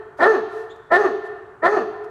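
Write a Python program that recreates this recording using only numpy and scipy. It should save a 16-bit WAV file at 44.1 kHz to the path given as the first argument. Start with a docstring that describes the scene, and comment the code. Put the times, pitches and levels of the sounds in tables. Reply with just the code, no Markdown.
"""The echo of an earlier bark is dying away over faint ventilation; then a large dog barks three times.
It stands a few metres from the microphone in a big warehouse. Harmonics and puffs of noise excite a
throat filter that crossfades from an open burst to a hoarse, nearly shut hoot of falling pitch.
A leash rustles and shoes scuff (filtered noise); a rubber sole squeaks (a gliding tone). The racks
scatter it all, the hall reverberates and the far wall throws it back: decaying noise, convolved."""
import sys
import numpy as np
from scipy import signal
from scipy.io import wavfile
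from scipy.ndimage import uniform_filter1d, minimum_filter1d

SR = 44100
rng = np.random.default_rng(int(sys.argv[2]) if len(sys.argv) > 2 else 0)


def store_wav(level_fs):
    """Save 16-bit WAV to argv[1]."""
    pcm = np.round(np.clip(np.atleast_2d(level_fs), -1, 1) * 32767)
    wavfile.write(sys.argv[1], SR, pcm.T.astype(np.int16))


N = 92610  # samples, 2.1 s

# Glottal course of each bark: [t/s, pitch f/Hz, level/dB, roughness/0-1]
BARKS = [
    [(0.184, 264.8, -29, 0.97), (0.208, 297.4, -15, 0.42), (0.234, 353.8, -8.5, 0.3),
     (0.25, 376.1, -11, 0.2), (0.268, 426.2, -9.5, 0.72), (0.282, 446.5, -14, 0),
     (0.315, 438.9, -15.5, 0.2), (0.336, 407.3, -21, 0.48), (0.35, 357.2, -15.5, 0),
     (0.372, 255.9, -22, .2), (0.42, 183.6, -35, 0.1)],
    [(0.902, 288.8, -26.5, 1), (0.92, 337.2, -13, 0.35), (0.942, 355.8, -9.5, 0.22),
     (0.968, 365.7, -10, 0.25), (0.984, 431.6, -21.5, 0), (1.014, 412.9, -17.5, 0.3),
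     (1.032, 400.8, -22.5, .7), (1.046, 404.4, -13.5, 0.31), (1.059, 364.2, -12, 0.25),
     (1.08, 280.4, -20.5, 0.1), (1.145, 164, -43, 0)],
    [(1.618, 276.8, -26.5, 0.63), (1.632, 319.3, -18.5, 0.36), (1.657, 345.7, -10, 0.4),
     (1.68, 393, -13.5, 0.4), (1.713, 426, -24, 0.3), (1.74, 423.3, -15.5, .45), (1.761, 422.2, -21, 0.64),
     (1.774, 354.1, -11.5, 0.17), (1.794, 265.5, -19, 0.42), (1.85, 168, -34, 0)],
]
# How much each bark stresses the sharp upper throat resonance: [gain]; a negative gain weakens it
BITES = [0, 0.18, -0.39]
BITE_HZ, BITE_WIDTH_HZ = 1716, 200
# Period jitter (share of pitch at full roughness) and its bandwidth
JITTER, JITTER_HZ = 0.076, 172.8
# At full roughness: strong-weak alternation of cycles, random strength (shares), and its bandwidth
DOUBLING, SHIMMER, SHIMMER_HZ = 0.44, 0.64, 142
# Air in each cycle: decay (cycles), steady share beside a pulse of 1, high-pass corner
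PUFF_CYCLES, PUFF_FLOOR, PUFF_LOW_HZ = 0.35, 0.9, 291.7
FOLDS_DB = -7.5  # voiced part against the puffs


def glottis(hz, rough, bite):
    """Source of the source-filter model: a harmonic series gives way to pulsed turbulence with roughness."""
    n = len(hz)
    turns = np.cumsum(hz * (1 + JITTER * rough * wobble(n, JITTER_HZ))) / SR  # cycles elapsed
    folds = sum(np.cos(2 * np.pi * k * turns) for k in range(1, 17))
    alternation = DOUBLING * np.cos(np.pi * turns)
    folds = folds * (1 + rough * (alternation + SHIMMER * wobble(n, SHIMMER_HZ)))
    airflow = PUFF_FLOOR + np.exp(-(turns % 1) / PUFF_CYCLES)
    puffs = cut(airflow * noise(n), PUFF_LOW_HZ, "high", order=6)
    drive = (1 - rough) * amp(FOLDS_DB) * unit(folds) + rough * unit(puffs)
    resonance = signal.iirpeak(BITE_HZ, BITE_HZ / BITE_WIDTH_HZ, SR)
    return drive + bite * signal.lfilter(*resonance, drive), puffs


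# Mouth opening: [t/s since onset, openness/0-1]
MOUTH = [(0, 1), (.055, 1), (.09, 0.36), (.15, 0.37), (.2, 0)]
# Throat transfer with the mouth open, then nearly shut: [f/Hz, level/dB]
OPEN = [(30, -44), (170, -7.5), (335, -6.5), (520, 0), (690, 1.5), (870, -5.5), (1150, -8), (1360, -1.5),
        (1560, -14), (1720, -7), (1795, 3.5), (1880, -7), (2120, -20), (2330, -24), (2550, -29),
        (4000, -80), (15500, -97)]
SHUT = [(30, -82), (110, -15.5), (170, -12), (280, -10.5), (430, 6.5), (530, -13.5), (680, -10.5),
        (870, -12.5), (970, -26.5), (1120, -6), (1550, -23), (1720, -11.5), (1800, -10), (1900, -40.5),
        (2150, -45), (2600, -30), (4000, -49.5), (15500, -75)]
# Rasp of air in the open mouth: [f/Hz, level/dB], relative spectrum
RASP = [(1500, -38.5), (2400, -4), (3200, -2), (4200, -4.5), (4900, -11), (6500, -21.5), (8500, -21),
        (10500, -32.5), (15500, -33.5)]
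# Rasp level when the voice is at RASP_AT_DB; dB gained per dB of voice
RASP_DB, RASP_AT_DB, RASP_GROWTH = -30, -7, 2.14
# Hiss through the teeth as the jaw closes: [f/Hz, level/dB], relative spectrum
TEETH = [(1500, 2.5), (2500, 1.5), (3300, -18), (4300, 1.5), (5200, -9.5), (6400, -1.5), (7400, -20),
         (9000, -19), (11000, -29), (15500, -28)]
TEETH_DB, TEETH_S, TEETH_SPREAD_S = -44.5, 0.12, 0.053  # peak level, its time, Gaussian spread
# Low noise thump under the loud onset: level against the voice, low-pass corner
THUMP_DB, THUMP_HZ = -40.5, 190
ATTACK_S, RELEASE_S = 0.014, 0.011


def bark(rows, bite):
    """Source-filter principle: the throat's resonances shape the glottal drive; noise bands add to it."""
    t, hz, db, rough = follow(rows)
    rough = np.clip(rough, 0, 1)
    n, age = len(t), t - t[0]
    drive, puffs = glottis(hz, rough, bite)
    mouth = np.clip(np.interp(age, *np.transpose(MOUTH)), 0, 1)
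    voice = mouth * unit(colour(drive, OPEN)) + (1 - mouth) * unit(colour(drive, SHUT))
    low_noise = cut(cut(noise(n), THUMP_HZ, "low"), 30, "high")
    thump = amp(THUMP_DB) * mouth ** 2 * unit(low_noise)
    rasp_db = RASP_DB + RASP_GROWTH * (db - RASP_AT_DB)
    rasp = amp(rasp_db) * mouth * unit(colour(puffs, RASP))
    closing = np.exp(-.5 * ((age - TEETH_S) / TEETH_SPREAD_S) ** 2)
    hiss = amp(TEETH_DB) * closing * unit(colour(noise(n), TEETH))
    edges = np.clip(np.minimum(age / ATTACK_S, (t[-1] - t) / RELEASE_S), 0, 1)
    return edges * (amp(db) * (voice + thump) + rasp + hiss)


# Glide of the rubber sole: [t/s, pitch f/Hz, level/dB]
SQUEAK = [(.692, 3080, -65.5), (.708, 3550, -49.5), (.724, 3550, -54), (.737, 3800, -65), (.75, 3750, -66),
          (.76, 3800, -75.5)]
SQUEAK_JITTER, SQUEAK_OCTAVE_DB = .05, -14.5  # rms share of pitch; second harmonic against the first


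def squeak():
    """Frequency modulation: phase integrates a rising, jittered pitch, with a weak second harmonic."""
    t, hz, db = follow(SQUEAK)
    phase = 2 * np.pi * np.cumsum(hz * (1 + SQUEAK_JITTER * wobble(len(t), 700))) / SR
    tone = np.sin(phase) + amp(SQUEAK_OCTAVE_DB) * np.sin(2 * phase)
    return amp(db) * unit(tone)


# Soft rustles and scuffs, a leash rustle at 0.168 s, then shoe scuffs: [t/s, length/s, level/dB]
RUSTLES = [(0.168, 0.05, -57), (0.475, 0.2, -59), (0.757, 0.012, -63), (1.236, 0.053, -61),
           (2.034, 0.023, -61)]
# Spectrum of a rustle or scuff: [f/Hz, level/dB]
RUSTLE_COLOUR = [(500, -15), (2500, 1), (6000, -4.5), (9000, -10), (15000, -19.5)]


def rustle(length, level):
    """Friction as broadband noise: filtered randomness under a smooth window."""
    n = int(length * SR)
    return amp(level) * np.hanning(n) ** .5 * unit(colour(noise(n), RUSTLE_COLOUR))


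# Hall tail: decay [f/Hz, T60/s], then spectrum [f/Hz, level/dB]
HALL_T60 = [(100, .4), (250, .55), (430, 0.88), (900, 0.99), (1800, 1.07), (2600, 1.48), (4300, 0.96),
            (8000, 0.45), (15000, 0.71)]
HALL_COLOUR = [(100, 10), (340, -2.5), (395, 6), (435, 6.5), (490, -15.5), (800, -0.5), (1800, -10),
               (2800, -1.5), (6000, 3), (15000, 3.5)]
# Single reflections from floor and cartons: [delay t/s, gain]
BOUNCES = [(.0047, 0.1), (.0108, 0.2), (0.0179, 0.087)]
# What the far wall returns: [f/Hz, level/dB]
FAR_COLOUR = [(150, -18), (340, -2.5), (435, 7), (510, -6), (700, -0.5), (1300, -2), (1800, -1.5),
              (2500, -5), (7000, -16.5), (15000, -9)]
# Energy of each part against the direct sound (dB), build-up and decay times (s)
HALL_DB, HALL_SWELL_S = -10.5, 0.099
RACKS_DB, RACKS_SWELL_S, RACKS_T60 = -8.5, 0.002, 0.47
FAR_DB, FAR_S, FAR_SWELL_S, FAR_T60 = -29, 0.23, 0.073, 0.99  # FAR_S: the echo's delay


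def warehouse(x):
    """Linear room acoustics: convolution with direct sound, reflections, scatter, tail and smeared echo."""
    t = np.arange(N) / SR
    hz, at, bands = signal.stft(colour(noise(N), HALL_COLOUR), SR, nperseg=512)
    decay = amp(-60 * at / read(HALL_T60, hz)[:, None])  # each band falls 60 dB in its own T60
    hall = signal.istft(bands * decay, SR, nperseg=512)[1][:N]
    hall = hall * np.clip(t / HALL_SWELL_S, 0, 1)
    racks = noise(N) * amp(-60 * t / RACKS_T60) * np.clip(t / RACKS_SWELL_S, 0, 1)
    far = colour(noise(N), FAR_COLOUR) * amp(-60 * t / FAR_T60)
    far = far * np.clip((t - FAR_S) / FAR_SWELL_S, 0, 1)
    parts = [(HALL_DB, hall), (RACKS_DB, racks), (FAR_DB, far)]
    response = sum(amp(db) * part / np.linalg.norm(part) for db, part in parts)
    response[0] += 1  # direct sound
    for s, gain in BOUNCES:
        response[round(s * SR)] += gain
    return signal.fftconvolve(x, response)[SR:SR + N]  # drops the early second


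# Ventilation spectrum: [f/Hz, level/dB per Hz], relative
AIR = [(22, -55), (40, -14.5), (65, -12), (120, -6), (210, -19), (500, -14.5), (1500, -11), (3000, -45.5),
       (8000, -46), (15500, -61.5)]
AIR_DB = -50  # overall rms level


def ventilation():
    """Stationary random process: steady noise of fixed spectrum."""
    return amp(AIR_DB) * unit(colour(noise(N + SR), AIR)[SR:])


def amp(db):
    """Level definition: decibels to amplitude gain."""
    return 10 ** (np.asarray(db) / 20)


def unit(x):
    """Power normalisation: scales to rms 1."""
    return x / np.sqrt(np.mean(x ** 2) + 1e-20)


def read(points, hz):
    """Interpolation on a logarithmic frequency axis."""
    f, value = np.transpose(points)
    return np.interp(np.log(hz + 1), np.log(f + 1), value)


def follow(rows):
    """Linear interpolation in time: sample times and every other column."""
    s, *columns = np.transpose(rows)
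    t = np.arange(s[0], s[-1], 1 / SR)
    return [t] + [np.interp(t, s, c) for c in columns]


def add(mix, s, sound):
    """Superposition: adds a sound to a track that begins one second early."""
    part = mix[round((s + 1) * SR):][:len(sound)]
    part += sound[:len(part)]


def noise(count):
    """White Gaussian noise: equal power at all frequencies."""
    return rng.standard_normal(N + SR)[:count]


def wobble(count, hz):
    """Band-limited random motion of rms 1."""
    return unit(cut(noise(count), hz, "low"))


def colour(x, points, size=4096):
    """Minimum-phase filtering: the Hilbert transform of log gain supplies a causal phase."""
    log_gain = np.log(amp(read(points, abs(np.fft.fftfreq(size, 1 / SR)))))
    taps = np.fft.ifft(np.exp(signal.hilbert(log_gain).conj())).real[:size // 2]
    return signal.fftconvolve(x, taps)[:len(x)]


def cut(x, hz, kind, order=2):
    """Butterworth filtering: maximally flat low-pass or high-pass."""
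    return signal.sosfilt(signal.butter(order, hz, kind, fs=SR, output="sos"), x)


EARLIER_S, EARLIER_DB = -.53, 1.5  # a bark like the first, still echoing at the start


def scene():
    """Superposition: dog, leash and shoes share the room response; ventilation is added to it."""
    dry = np.zeros(N + SR)
    add(dry, SQUEAK[0][0], squeak())
    for s, length, level in RUSTLES:
        add(dry, s, rustle(length, level))
    for rows, bite in zip(BARKS, BITES):
        add(dry, rows[0][0], bark(rows, bite))
    add(dry, EARLIER_S, amp(EARLIER_DB) * bark(BARKS[0], BITES[0]))
    return (warehouse(dry) + ventilation())[None]


CEILING, EDGE_HZ = .7, 15700  # limiter threshold (full scale 1); upper band edge


def record(dry):
    """Peak limiting by a smoothed gain, then a linear-phase band limit."""
    gain = minimum_filter1d(np.minimum(1, CEILING / (abs(dry[0]) + 1e-9)), size=100)
    held = dry * uniform_filter1d(gain, size=100)
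    low_pass = signal.firwin(511, EDGE_HZ, window=("kaiser", 9), fs=SR)
    return signal.oaconvolve(held, low_pass[None], "same")


dry = scene()
out = record(dry)
store_wav(out)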